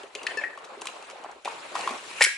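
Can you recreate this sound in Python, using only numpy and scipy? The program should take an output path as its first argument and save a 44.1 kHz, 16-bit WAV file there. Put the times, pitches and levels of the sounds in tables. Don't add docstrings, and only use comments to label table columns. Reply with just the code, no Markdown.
import sys
import numpy as np
from scipy import signal
from scipy.fft import rfft, irfft, next_fast_len
from scipy.io import wavfile
from scipy.ndimage import uniform_filter1d, map_coordinates

SR = 44100
rng = np.random.default_rng(int(sys.argv[2]) if len(sys.argv) > 2 else 0)


def level_to_linear(level):
    exponent = np.asarray(level, float) / 20
    return 10 ** exponent


def master(y):
    cut = np.clip(np.atleast_2d(y).T, -1, 1)
    pcm = np.round(cut * 32767)
    wavfile.write(sys.argv[1], SR, pcm.astype(np.int16))


N = 104869


def unit(x):
    return x / np.sqrt(np.mean(x ** 2) + 1e-20)


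def along(points, hz):
    f, value = np.transpose(points)
    return np.interp(np.log(hz + 1), np.log(f + 1), value)


def wobble(rate):
    knots = rng.standard_normal(int(N * 200 / SR) + 9)
    return map_coordinates(knots, [np.arange(N) * min(rate, 199) / SR])


def filtered(x, response):
    n = x.shape[-1]
    m = next_fast_len(n + 2048)
    return irfft(rfft(x, m) * response(np.fft.rfftfreq(m, 1 / SR)), m)[..., :n]


def resonance(hz, width):
    return lambda f: 1j * f * width / (hz * hz - f * f + 1j * f * width)


def add(track, s, sound):
    part = track[max(round(s * SR), 0):][:len(sound)]
    part += sound[:len(part)]


# f/Hz, correlation/1
LIKENESS = [(100, 0.89), (600, 0.58), (2000, 0.17), (8000, 0.32)]


def rush(spectrum, patchy_db):
    z = signal.stft(rng.standard_normal((2, N)), nperseg=256)[2]
    field = uniform_filter1d(rng.standard_normal(z.shape[1:]), size=4, axis=0)
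    field = uniform_filter1d(field, size=6, axis=1)
    pair = signal.istft(z * level_to_linear(patchy_db * unit(field)), nperseg=256)[1][:, :N]

    def mid_side(hz):
        turn = np.arccos(np.clip(along(LIKENESS, hz), -1, 1)) / 2
        return level_to_linear(along(spectrum, hz)) * [np.cos(turn), np.sin(turn)]

    mid, side = filtered(pair, mid_side)
    return unit(np.array([mid + side, mid - side]))


def blow(hz, cycles, rough, spread):
    rise_cycles = 1.085
    t = np.arange(SR // 10) / SR
    tone = np.sin(2 * np.pi * hz * t) + 0.39 * np.sin(2 * np.pi * hz * (1 + spread) * t)
    band = resonance(hz * (1 + spread), (.3 + abs(spread)) * hz)
    noise = unit(filtered(rng.standard_normal(len(t)), lambda f: band(f) ** 2))
    decay = level_to_linear(-60 * t * hz / cycles)
    return (tone + rough * noise) * decay * (1 - np.exp(-(t * hz / rise_cycles) ** 2))


def crack(hz, t60):
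    rise_s, colour_db = .00025, 4
    t = np.arange(SR // 10) / SR
    burst = rng.standard_normal(len(t)) * level_to_linear(-60 * t / t60) * (1 - np.exp(-t / rise_s))
    bright, colour = resonance(4200, 9000), resonance(hz, .2 * hz)
    burst = filtered(burst, lambda f: bright(f) ** 2 + level_to_linear(colour_db) * colour(f))
    return 8 * burst / np.linalg.norm(burst)


def ring(modes):
    chatter_db, rise_s = 4.5, 0.0009
    t = np.arange(SR // 2) / SR
    total = np.zeros(len(t))
    for hz, db, t60 in modes:
        chatter = level_to_linear(chatter_db * map_coordinates(rng.standard_normal(80), [t * 120]))
        total += chatter * level_to_linear(db - 60 * t / t60) * np.sin(2 * np.pi * (hz * t + rng.random()))
    return total * (1 - np.exp(-t / rise_s))


def building():
    hum = level_to_linear(-67) * np.sin(2 * np.pi * 60 * np.arange(N) / SR)
    return hum + level_to_linear(-60) * rush([(20, -4), (50, -7.0), (200, -44), (400, -120)], patchy_db=-3)


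# f/Hz, t60/s
ROOM_DECAY = [(500, 0.16), (2000, 0.47), (10000, 0.33)]


def room(x):
    hz, t, z = signal.stft(rng.standard_normal((2, SR // 2)), SR, nperseg=256)
    decay = level_to_linear(-60 * t / along(ROOM_DECAY, hz)[:, None])
    tail = signal.istft(z * decay, SR, nperseg=256)[1]
    late = np.pad(x, (130, 0))[None]
    return signal.fftconvolve(late, tail / np.linalg.norm(tail[0]), axes=1)[:, :N]


# f/Hz, width/Hz, level/dB
CARTRIDGE = [(406, 112, -2.5), (1100, 990, 5.5), (2540, 940, -0.5), (3970, 740, -7), (7260, 1800, -5)]


def body(f):
    return 1 + sum(level_to_linear(db) * abs(resonance(hz, width)(f)) ** 2 for hz, width, db in CARTRIDGE)


# t/s, rub level/dB, grit level/dB
DRAG_LEVELS = [(0, -43, -51.5), (.12, -53.5, -58.5), (.2, -43, -52), (.33, -41, -47), (.52, -47.5, -56.5),
               (.7, -44.5, -56), (.88, -42.5, -50), (1.06, -45.5, -50.5), (1.3, -44, -57),
               (1.443, -58, -58.5), (1.453, -41.5, -44), (1.741, -44, -46), (1.76, -37, -37.5),
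               (1.93, -36, -42), (2.031, -47.5, -42.5), (2.19, -52.5, -38.5), (2.24, -54, -45),
               (2.38, -81, -48)]
# f/Hz, level/dB per Hz
RUB_COLOUR = [(24, -67), (40, -30.5), (280, -12), (338, -7.5), (371, -10), (549, -6), (3500, -24),
              (4550, -26), (7700, -120)]
# f/Hz, level/dB per Hz
HISS_COLOUR = [(880, -11), (1500, -10), (2460, -7), (10600, -15.5), (11200, -19), (11500, -39),
               (15000, -67), (22000, -120)]


def drag():
    s, rub_db, grit_db = np.transpose(DRAG_LEVELS)
    t = np.arange(N) / SR
    pressure = .8 * wobble(14)
    rub = level_to_linear(pressure + 1.7 * wobble(90)) * filtered(rush(RUB_COLOUR, patchy_db=2.5), body)
    hiss = level_to_linear(pressure + 0.72 * wobble(120)) * filtered(rush(HISS_COLOUR, patchy_db=2.5), body)
    return unit(rub) * level_to_linear(np.interp(t, s, rub_db)) + unit(hiss) * level_to_linear(np.interp(t, s, grit_db))


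# t/s, level/dB, colour f/Hz
GRIT_TICKS = [(0.0326, -41, 2980), (0.1516, -23, 2740), (0.2320, -29.5, 3000), (0.267, -20, 4450),
              (0.2700, -33, 5200), (0.3728, -28.5, 5340), (0.5762, -40.5, 3000), (0.5882, -40.5, 3000),
              (0.6448, -37, 4000), (0.65, -38, 5960), (0.8125, -34, 6500), (0.8178, -25.5, 6460),
              (0.8558, -27.5, 7300), (0.8702, -21, 3870), (1.0254, -37, 2500), (1.1, -33.5, 3000),
              (1.1102, -36, 3020), (1.239, -39, 3000), (1.3145, -41, 5860), (1.4488, -27.5, 3820),
              (1.4559, -28, 3850), (1.477, -42, 3000), (1.483, -32, 3500), (1.7540, -25, 4200),
              (1.7915, -29, 2500), (1.8097, -26, 4500), (1.8750, -25.5, 3300), (1.8923, -28, 3400),
              (1.9075, -28, 2030), (2.2025, -30, 1810), (2.2060, -29, 2200)]


def ticks():
    x = np.zeros(N)
    for s, db, hz in GRIT_TICKS:
        add(x, s - .0006, level_to_linear(db - 8) * crack(hz, t60=0.024))
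    return filtered(x, body)


# t/s, level/dB, f/Hz
CARTRIDGE_KNOCKS = [(0.036, -29, 405), (0.153, -27.5, 413), (0.324, -34, 406), (0.3706, -26, 444),
                    (0.3783, -32, 439), (0.4225, -30.5, 580), (0.414, -31, 612), (0.5761, -25.5, 1115),
                    (0.692, -36, 540), (0.772, -29.5, 412), (0.817, -33, 400), (0.8195, -30, 990),
                    (0.8569, -21.5, 1065), (1.024, -33.5, 880), (1.132, -31.5, 557), (1.159, -31.5, 786),
                    (1.194, -37, 846), (1.246, -21, 907), (1.262, -31.5, 986), (1.294, -30, 815),
                    (1.31, -31, 940), (1.4565, -25.5, 780), (1.4775, -16.5, 985), (1.487, -27.5, 950),
                    (1.523, -28, 894), (1.7543, -15, 1020), (1.763, -16.5, 1235), (1.7925, -23.5, 770),
                    (1.807, -29, 895), (1.837, -33, 795), (1.8757, -9.5, 1087), (1.891, -20.5, 1040),
                    (1.909, -19.5, 1150), (1.922, -25, 1075), (1.935, -37, 900), (2.112, -27.5, 1110),
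                    (2.263, -32.5, 389)]
# t/s, level/dB, f/Hz
SLAB_THUD = (1.905, -33, 253)


def knocks():
    tube_hz = 750
    x = np.zeros(N)
    for s, db, hz in CARTRIDGE_KNOCKS:
        spread = np.sqrt(tube_hz / hz) - 1
        add(x, s - .001, level_to_linear(db - 1.0) * blow(hz, cycles=22.1, rough=0.42, spread=spread))
    s, db, hz = SLAB_THUD
    add(x, s, level_to_linear(db) * blow(hz, cycles=26, rough=1.3, spread=0.29))
    return x


# t/s, length/s, start f/Hz, end f/Hz, level/dB
ROD_SLIPS = [(0.182, 0.017, 2670, 2890, -39.5), (0.214, 0.0087, 2750, 2800, -44),
             (0.297, .035, 3050, 3050, -40), (0.407, 0.027, 3110, 3130, -44),
             (.290, 0.037, 1812, 1770, -29.5), (0.405, 0.026, 2544, 2040, -36),
             (0.407, 0.026, 1770, 1790, -35.5), (0.453, .05, 1900, 1886, -39.5),
             (0.526, 0.023, 1805, 1774, -39.5), (1.481, 0.045, 2450, 2540, -40),
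             (1.773, 0.045, 2580, 2640, -40.5), (1.83, .04, 2750, 2690, -40),
             (1.834, 0.045, 1837, 1907, -38), (1.878, .06, 2400, 2370, -38.5)]


def creak():
    scatter_hz, grain_hz, grain_share = 35, 350, .9
    x = np.zeros(N)
    for s, length, from_hz, to_hz, db in ROD_SLIPS:
        u = np.linspace(0, 1, round(length * SR))
        pitch = from_hz + (to_hz - from_hz) * u + scatter_hz * wobble(194)[:len(u)]
        tone = np.sin(2 * np.pi * np.cumsum(pitch) / SR)
        grains = unit(filtered(rng.standard_normal(SR // 10), lambda f: f < grain_hz))[:len(u)]
        swell = np.sqrt(np.sin(np.pi * u).clip(0))
        add(x, s, level_to_linear(db - 5.5) * (1 + grain_share * grains) * swell * tone)
    return x


# multiple/1, level/dB
SQUEAK_HARMONICS = [(2, -0.5), (3, -9), (5, -21), (6, -23)]


def squeak():
    start_s, length_s, pitch_hz, sag, level_db = .3715, 0.03, 891, 0.034, -25.5
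    x = np.zeros(N)
    u = np.linspace(0, 1, round(length_s * SR))
    turns = np.cumsum(pitch_hz * (1 - sag * u)) / SR
    shape = np.clip(np.minimum(u, 1 - u) * 10, 0, 1) * level_to_linear(-4 * u + 1.2 * wobble(190)[:len(u)])
    tone = sum(level_to_linear(db) * np.sin(2 * np.pi * round(k) * turns) for k, db in SQUEAK_HARMONICS)
    add(x, start_s, level_to_linear(level_db) * shape * tone)
    return x


# t/s, level/dB, f/Hz, ring level/dB
TRIGGER_CLICKS = [(0.0352, -34, 3040, -19), (0.1514, -27, 2550, -26), (0.1537, -22, 2680, -34),
                  (0.1595, -24, 2650, -35), (0.236, -31, 2620, -39), (0.2681, -12, 1784, -32),
                  (0.2710, -13.5, 2540, -44), (0.273, -20, 3100, -42), (0.4381, -13.5, 1830, -17.5),
                  (0.444, -21, 1850, -25), (0.4478, -23, 1910, -34), (0.819, -26.5, 2720, -39),
                  (0.872, -22.5, 2490, -35), (0.886, -25.5, 2830, -34), (1.449, -31, 2640, -35),
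                  (1.4565, -23, 2450, -21), (1.466, -29, 2530, -28), (1.7560, -29.5, 2700, -7.5),
                  (2.1126, -25.5, 2300, -22)]
# f/Hz, level/dB, t60/s
ROD_MODES = [(1770, -5.5, 0.17), (1896, -5, 0.14), (2300, -22.5, 0.31), (2620, -3, 0.05)]


def trigger():
    x = np.zeros(N)
    for s, db, hz, ring_db in TRIGGER_CLICKS:
        add(x, s - .001, level_to_linear(db - 5.5) * blow(hz, cycles=50.5, rough=0.44, spread=0.089))
        add(x, s, level_to_linear(db + ring_db) * ring(ROD_MODES))
    return x


# t/s, clank level/dB, clank f/Hz, crack level/dB, crack colour f/Hz
FRAME_CONTACTS = [(2.2086, -8, 1850, -25, 2700), (2.2108, -12, 1800, -21, 6600),
                  (2.2150, -13, 2600, -26, 3450), (2.2163, -5, 1880, -26, 4300),
                  (2.2213, -6, 2230, -10, 4280), (2.2250, -12, 2350, -12, 5300),
                  (2.2310, -15, 2100, -17, 7700), (2.2392, -16, 2300, -9, 7600),
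                  (2.2445, -14, 2200, -16, 5500), (2.2482, -10, 2150, -15, 5200),
                  (2.2575, -20, 1660, -24, 4000), (2.2635, -15, 1660, -24, 7800)]
# f/Hz, level/dB, t60/s
FRAME_MODES = [(1490, -0.5, 0.04), (1861, 4, 0.05), (1945, -6, 0.08), (2253, 0, 0.074), (2352, -2.5, 0.1),
               (2695, -3, 0.05), (4010, -7.5, 0.09), (3050, -16, 0.065), (5280, -11, 0.14),
               (6600, -22, 0.067), (7430, -11, 0.2), (7900, -14, 0.2)]
# t/s, level/dB, f/Hz
HANDLE_THUMPS = [
    (2.209, -14.5, 818),
    (2.2095, -16.5, 492),
    (2.214, -19.5, 1054),
    (2.224, -26, 850),
]
# f/Hz, level/dB, t60/s
SPRING_MODES = [(1655, 3, 0.35), (1675, -3, 0.4), (1879, -6, 0.16), (2137, -8, .13), (2356, -6, 0.35),
                (2417, -9, .4), (2260, -7, 0.4), (2546, -12, 0.24), (3052, -16, .2)]


def release():
    x = np.zeros(N)
    for s, db, hz, crack_db, crack_hz in FRAME_CONTACTS:
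        add(x, s - .0007, level_to_linear(db + 1.0) * blow(hz, cycles=32, rough=.3, spread=0.208))
        add(x, s - .0003, level_to_linear(crack_db - 1.5) * crack(crack_hz, t60=.02))
        add(x, s, level_to_linear(db - 19.5) * ring(FRAME_MODES))
    for s, db, hz in HANDLE_THUMPS:
        add(x, s, level_to_linear(db) * blow(hz, cycles=20, rough=0.36, spread=0.11))
    add(x, 2.249, level_to_linear(-30) * ring(SPRING_MODES))
    return x


def scene():
    lead_s, room_db = 2e-5, -7.5
    parts = [knocks() + ticks(), trigger() + squeak() + creak(), release()]
    lean_db = [.5, 3, 1.2]
    side = np.array([[1], [-1]])
    near = sum(part * level_to_linear(db * side) for part, db in zip(parts, lean_db))
    near = filtered(near, lambda f: np.exp(1j * np.pi * f * lead_s * side))
    walls = level_to_linear(room_db) * sum(room(part) for part in parts)
    return near + walls + drag() * level_to_linear(.5 * side) + building()


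def band_limit(x):
    return signal.sosfilt(signal.butter(12, 15720, fs=SR, output="sos"), x)


def record(dry):
    edge_hz, edge_width_hz, leak_hz, bass_hz = 11166, 110, 13800, 150
    held = dry / (1 + abs(dry) ** 4) ** (1 / 4)

    def response(f):
        leak = level_to_linear(-20) * np.exp(-((f - leak_hz) / 1000) ** 4)
        skirt = level_to_linear(-32 - 0.033 * abs(f - edge_hz))
        passed = 1 / (1 + np.exp(np.clip((f - edge_hz) / edge_width_hz, -50, 50)))
        return (leak + skirt + passed) * (1j * f / (1j * f + bass_hz)) ** 2

    return band_limit(filtered(held, response))


dry = scene()
out = record(dry)
master(out)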